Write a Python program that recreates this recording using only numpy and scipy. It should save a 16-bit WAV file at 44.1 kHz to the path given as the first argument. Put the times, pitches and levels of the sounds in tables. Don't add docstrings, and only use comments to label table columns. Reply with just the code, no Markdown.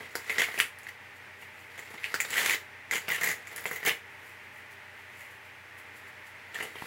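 import sys
import numpy as np
from scipy import signal
from scipy.fft import rfft, irfft
from scipy.io import wavfile
from scipy.ndimage import uniform_filter1d

SR = 44100
rng = np.random.default_rng(int(sys.argv[2]) if len(sys.argv) > 2 else 0)


def file_out(sig):
    cols = np.atleast_2d(sig).T
    lim = np.clip(cols, -1, 1)
    pcm = np.round(lim * 32767).astype(np.int16)
    wavfile.write(sys.argv[1], SR, pcm)


def elevation(decibels):
    levels = np.asarray(decibels, float)
    return 10 ** (levels / 20)


N = 302526

# (t/s, peak/dB, pitch of the buckled patch f/Hz, treble/dB re peak, boom/dB re peak)
BUCKLES = [(0.1539, -21, 1520, -3, -9), (0.2961, -12, 2200, -36, -19), (0.383, -9, 1890, -19.5, -22),
           (0.4853, -25, 2060, -32, -8.5), (0.5422, -26.5, 1950, -14, -15), (0.601, -1, 2670, -19.5, -28.5),
           (0.7866, -43, 3160, 2.5, -17), (0.833, -45.5, 2060, 2, -22), (0.8677, -27.5, 1800, -27, -24),
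           (1.7916, -31, 2260, -14, -11), (2.036, -28, 2520, -34, -39), (2.0422, -13.5, 2650, -44, -46),
           (2.142, -11, 1560, -11.5, -20.5), (2.2023, -12, 2300, -15.5, -49),
           (2.9112, -14.5, 2000, -15, -24), (3.0829, -15, 2620, -19, -19),
           (3.4716, -31.5, 2150, -10.5, -24), (3.562, -31, 3330, 1.5, -32),
           (3.6558, -16.5, 2220, -28, -13.5), (3.713, -23.5, 1950, -16, -10), (3.8296, -24, 1910, -26, -17),
           (3.877, -14, 1890, -11, -15.5), (3.894, -7.5, 2850, -33, -39), (6.588, -23.5, 1600, -41, -21.5)]
# (f/Hz, width/Hz, level/dB)
FIBRE_TONES = [(4580, 1100, 5), (7260, 1260, 3.5), (10980, 3000, 3.5), (15000, 1700, -3)]
TREBLE_TIMES_PITCH = 3.27


def ring(x, hz, width_hz):
    return signal.lfilter(*signal.iirpeak(hz, hz / width_hz, fs=SR), x)


def lift(x, modes):
    return x + sum(elevation(db) * ring(x, hz, width_hz) for hz, width_hz, db in modes)


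def band(x, lo_hz, hi_hz):
    y = signal.sosfilt(signal.butter(2, [lo_hz, hi_hz], "band", fs=SR, output="sos"), x)
    return y * np.sqrt(SR / 2 / (hi_hz - lo_hz))


def walk(rate):
    hold = int(SR / rate)
    return uniform_filter1d(np.repeat(rng.standard_normal(N // hold + 1), hold), hold)[:N]


def during(spans):
    t = np.arange(N) / SR
    return uniform_filter1d(1. * sum((t >= a) & (t < b) for a, b in spans), size=441)


def patch(x, hz, db):
    rung = ring(x, hz, hz / 7)
    return x + elevation(db) * rung * np.linalg.norm(x) / np.linalg.norm(rung)


def add(out, s, burst, levels_db):
    start = int(s * SR)
    out[:, start:start + burst.shape[1]] += elevation(np.array(levels_db))[:, None] * burst


def fan():
    # (f/Hz, level/dB per Hz)
    air_colour = [(20, -13), (70, -16.5), (200, 0), (500, -1.5), (900, -2), (1500, 3.5), (2500, 3.5),
                  (4000, -8.5), (8000, -17), (16000, -20.5)]
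    # (f/Hz, width/Hz, level/dB)
    duct = [(402, 5.6, 9), (478, 27, 2.5), (610.4, 15.4, 8.5), (854, 140, 5)]
    # (f/Hz, rms level/dB)
    hum_lines = [(59.4, -87), (90, -66.5), (97, -70.5), (120, -69.5), (124.9, -82), (194, -78.5),
                 (291, -80), (485, -80)]
    air_db = -52.5
    hz = np.maximum(np.fft.rfftfreq(N, 1 / SR), 1)
    colour_hz, colour_db = np.transpose(air_colour)
    colour = elevation(np.interp(np.log(hz), np.log(colour_hz), colour_db))
    air = lift(irfft(rfft(rng.standard_normal(N)) * colour, N), duct)
    air = air / air.std() * elevation(air_db + .3 * walk(1.5) + .6 * walk(14))
    t = np.arange(N) / SR
    hum = 0
    for f, db in hum_lines:
        wavering = elevation(db + 3 + .6 * walk(4))
        hum = hum + wavering * np.sin(2 * np.pi * (f * t + rng.random()))
    return air + hum


def breaks(per_s, spread_db, smear_ms):
    happens = rng.random(N) < per_s / SR
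    size = happens * elevation(np.minimum(spread_db * rng.standard_exponential(N), 9))
    fade = np.exp(-np.arange(441) / (smear_ms * SR / 1000))
    reach = signal.fftconvolve(size ** 2, fade)[:N]
    trains = np.sqrt(np.abs(reach)) * rng.standard_normal((3, N))
    return trains / trains.std()


def tearing():
    # (t/s, effort as crackle level/dB)
    pulls = [
        [(0.0, -52.5), (0.2, -53), (0.322, -43), (0.466, -43.5), (0.514, -46), (0.628, -49), (0.71, -70),
         (0.896, -65), (1.0, -79)],
        [(1.7, -55.5), (2.012, -52), (2.166, -44.5), (2.3, -43.5), (2.386, -28.5), (2.5, -33), (2.55, -42),
         (2.606, -60), (2.75, -72)],
        [(2.85, -72), (2.962, -49), (3.016, -51), (3.1, -49), (3.16, -46), (3.27, -37), (3.35, -46.5)],
        [(3.35, -60.5), (3.56, -49.5), (3.748, -51), (3.812, -52.5), (3.946, -60), (4.05, -88)],
        [(6.45, -74), (6.586, -44), (6.74, -56), (6.86, -44.5)],
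    ]
    middle_effort_db = -45
    # level at the middle effort, and dB gained per dB of effort
    middle_db = np.array([[-52], [-58.5], [-60.5]])
    slope = np.array([[1], [1.07], [0.86]])
    clumps_db = walk(120) * np.array([[3.], [2.2], [2.2]])
    effort_db = np.interp(np.arange(N) / SR, *np.vstack(pulls).T) - middle_effort_db
    levels_db = middle_db + slope * effort_db
    bouts = during([(p[0][0], p[-1][0]) for p in pulls])
    return breaks(1800, 1.2, 0.85) * bouts * elevation(levels_db + clumps_db)


def every_slip():
    # (t/s, peak/dB, treble/dB re peak, boom/dB re peak)
    lone_slips = [(0.0044, -33.5, -24, -6.5), (0.0282, -29.5, -24, -17), (0.277, -34, -18, -23),
                  (0.3598, -23, -31, -16), (0.3944, -11, -19, -22.5), (0.4333, -12, -19.5, -50),
                  (0.5157, -41, -14, -22), (0.5755, -17.5, -26, -18.5), (0.5861, -15.5, -14, -23),
                  (0.8854, -27.5, -17.5, -43), (1.4226, -32.5, -27, -14), (1.7774, -35, -12, -11),
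                  (1.9031, -35.5, -14, -11.5), (1.939, -37, -15, -4), (1.9769, -29, -27, -30),
                  (2.304, -22, -11, -16.5), (3.1797, -22, -24, -29), (3.2110, -14, -22.5, -23),
                  (3.5245, -34, -17, -13), (3.5778, -27, -17, -20), (3.7311, -25, -17, -19),
                  (3.7578, -23, -18.5, -25), (3.8498, -19, -13.5, -17.5), (5.207, -36, -18, -30),
                  (6.5443, -24.5, -17.5, -20), (6.6032, -20.5, -29, -16), (6.6254, -25.5, -12, -11.5),
                  (6.6494, -29, -24, -11.5), (6.755, -26, -36, -15.5), (6.782, -30.5, -23, -32)]
    # (start t/s, end t/s, first level/dB, last level/dB, treble/dB re peak)
    runs = [
        (0.403, 0.422, -16.5, -5, -17.5),
        (0.614, 0.682, -31, -45, -10),
        (2.3314, 2.447, -15.5, -18, -15.5),
        (2.4592, 2.546, -12, -15.5, -14.5),
        (2.9228, 2.983, -13.5, -19, -17.5),
        (3.0905, 3.16, -14.5, -18, -18),
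        (3.233, 3.317, -15, -17.5, -16),
        (3.8618, 3.89, -14, -11.5, -12.5),
        (3.907, 3.94, -17, -32, -24),
        (6.553, 6.577, -22.5, -29, -31),
    ]
    slip_hz, slip_ms, run_slip_ms = 2000, 12.7, 7.95
    gap_s, gap_spread, scatter_db, run_boom_db = .011, .35, 2, -24
    rows = [(*row, slip_hz * 1.16 ** rng.standard_normal(), slip_ms) for row in lone_slips]
    for s, db, hz, treble_db, boom_db in BUCKLES:
        rows.append((s + .0025, min(db - 8, -20), treble_db / 2 - 1, boom_db, hz, 10.6))
    for start, end, first_db, last_db, treble_db in runs:
        gap, size, bright, deep, pitch = np.clip(rng.standard_normal((5, 20)), -2, 2)
        s = start + np.cumsum(gap_s * np.exp(gap_spread * gap))
        s = s - s[0] + start
        db = first_db + (last_db - first_db) * (s - start) / (end - start) + scatter_db * size
        db = np.where(s < end, db, -200)
        chain = [s, db, treble_db + scatter_db * bright, run_boom_db + 2 * scatter_db * deep,
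                 slip_hz * 1.16 ** pitch, np.full(20, run_slip_ms)]
        rows += list(np.transpose(chain))
    return rows


def slips():
    length_spread, flap_db, flap_scatter_db = 0.22, -12.5, 2.5
    taut_from_s, taut_to_s, taut_db = 3.2, 3.35, -22
    out, ms = np.zeros((3, N + 3000)), np.arange(3000) * 1000 / SR
    for s, db, treble_db, boom_db, hz, mean_ms in every_slip():
        fine = rng.standard_normal((4, 3000))
        uneven = elevation(4.5 * np.repeat(np.clip(fine[3, :150], -2, 1.5), 20))
        length_ms = mean_ms * np.exp(length_spread * fine[3, -3])
        burst = fine[:3] * uneven * (1 - np.exp(-ms / 0.46)) * np.exp(-ms / length_ms)
        loose_db = flap_db + flap_scatter_db * fine[3, -4] + 8
        loose_db = loose_db + taut_db * (taut_from_s < s < taut_to_s)
        burst[0] = patch(burst[0], 3100 * 1.07 ** fine[3, -1], loose_db)
        burst[1] = patch(burst[1], TREBLE_TIMES_PITCH * hz, -9)
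        burst[0] = patch(burst[0], hz * 1.05 ** fine[3, -2], -5)
        add(out, s, burst, [db - 29.5, db + treble_db - 11, db + boom_db - 8.5])
    return out[:, :N]


def snaps():
    out, ms = np.zeros((3, N + 3000)), np.arange(3000) * 1000 / SR
    for s, db, hz, treble_db, boom_db in BUCKLES:
        fine = rng.standard_normal((3, 3000))
        crack = fine * np.exp(-ms / np.array([[.4], [.9], [.6]]))
        scatter = elevation(-29) * fine * np.exp(-ms / 16)
        burst = crack / np.linalg.norm(crack, axis=1)[:, None] + scatter
        burst[0] = patch(burst[0], hz, -3)
        burst[1] = patch(burst[1], TREBLE_TIMES_PITCH * hz, -5)
        add(out, s, burst, [db - 6, db + treble_db + 4.5, db + boom_db + 13.0])
    return out[:, :N]


def paper(body, treble, boom):
    # (f/Hz, width/Hz, level/dB)
    sheet_modes = [(321, 23.7, 1.5), (444, 51.7, 8), (655, 370, -11.5), (189, 160, -3), (870, 970, -6)]
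    patchy_db = 3.5
    sheet = sum(elevation(db) * ring(boom, hz, width_hz) for hz, width_hz, db in sheet_modes)
    hiss = band(treble, 4630, 17600)
    patches = sum(elevation(db + patchy_db * walk(30)) * ring(hiss, hz, width_hz) for hz, width_hz, db in FIBRE_TONES)
    air_gap = [(2080, 380, -3), (1500, 500, -6)]
    crack = lift(band(body, 700, 4200), air_gap)
    return crack + elevation(-8.0) * hiss + patches + elevation(5) * band(sheet, 148, 1660)


def brushing():
    # (t/s of the peak, level/dB, fade/ms per 10 dB)
    strokes = [(1.166, -59, 21), (1.418, -56.5, 45), (1.6, -59.5, 90), (4.12, -63, 40), (4.27, -57, 80),
               (4.44, -66, 60), (4.57, -61.5, 80), (4.72, -56.5, 28), (5.0, -63, 70), (5.2, -57.5, 114),
               (5.32, -60, 60), (5.46, -61, 25), (5.79, -55.5, 25), (5.97, -55.5, 37), (6.08, -58, 25),
               (6.27, -56, 34), (6.49, -69, 40)]
    # (start t/s, end t/s)
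    spells = [
        (1.0, 1.7),
        (4.05, 6.5),
    ]
    rise_share, rest_db = 0.75, -74
    t, db = np.arange(N) / SR, np.full(N, 1. * rest_db)
    for s, peak_db, fade_ms in strokes:
        late_ms = (t - s) * 1000
        away_ms = np.maximum(late_ms, -late_ms / rise_share)
        db = np.maximum(db, peak_db - 10 * away_ms / fade_ms)
    crackle = breaks(2500, 0.98, 0.22)[0] * during(spells) * elevation(db - 8.0)
    return lift(band(crackle, 4200, 21600), FIBRE_TONES)


def standing_sheet(boom):
    upright = during([(2.88, 3.95)])
    boom = boom * elevation(1.5 * upright)
    return boom, elevation(17) * ring(boom * upright, 170.5, 61)


def ticks():
    # (t/s, peak/dB)
    whisker_ticks = [(3.0907, -28), (3.1133, -22), (3.2099, -34), (3.2293, -30), (3.247, -23), (3.2782, -26),
                     (3.5236, -42), (3.562, -37), (3.6094, -36), (3.6439, -36), (3.6793, -42), (3.7112, -31),
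                     (3.7296, -28), (3.7596, -32), (3.802, -45), (3.8379, -37), (3.849, -33), (3.86, -20)]
    out = np.zeros(N)
    for s, db in whisker_ticks:
        start = int(s * SR)
        out[start:start + 132] = elevation(db + 6.0) * rng.standard_normal(132) * np.exp(-np.arange(132) / 40)
    return band(band(out, 13800, 22000), 12400, 21000) * elevation(-4)


def thuds():
    # (t/s, peak/dB)
    landings = [
        (6.8222, -33),
        (6.8407, -41),
    ]
    out = np.zeros(N)
    for s, db in landings:
        start = int(s * SR)
        out[start:start + 36] = -elevation(db + 4.5) * np.hanning(36)
    return elevation(10.5) * ring(out, 890, 210) + elevation(1.0) * ring(out, 250, 300) + elevation(1.0) * ring(out, 160, 160)


def room(x):
    t60_s, echo_db = .24, -6
    t = np.arange(SR // 2) / SR
    echo = rng.standard_normal((2, len(t))) * (t > .004)
    dull = band(echo[0], 100, 4000) * elevation(-60 * t / t60_s)
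    bright = band(echo[1], 4000, 18000) * elevation(-70 * t / t60_s)
    tail = dull + elevation(10.0) * bright
    return x + elevation(echo_db) * signal.fftconvolve(x, tail / np.linalg.norm(tail))[:N]


def scene():
    body, treble, boom = tearing() + snaps() + slips()
    boom, flap = standing_sheet(boom)
    in_room = paper(body, treble, boom) + flap + brushing() + ticks()
    return (room(in_room) + thuds() + fan())[None]


def band_limit(x):
    return signal.sosfilt(signal.butter(12, 16970, fs=SR, output="sos"), x)


def record(dry):
    # (f/Hz, width/Hz, level/dB)
    mic_hole = [(1950, 402, 6), (2510, 130, -23), (10700, 790, -21), (16000, 710, -22)]
    top_cut = signal.ellip(8, .2, 30, 15800, fs=SR, output="sos")
    heard = signal.sosfilt(top_cut, lift(dry, mic_hole))
    heard = np.tanh(1.2 * heard) / 1.2
    return band_limit(heard)


dry = scene()
out = record(dry)
file_out(out)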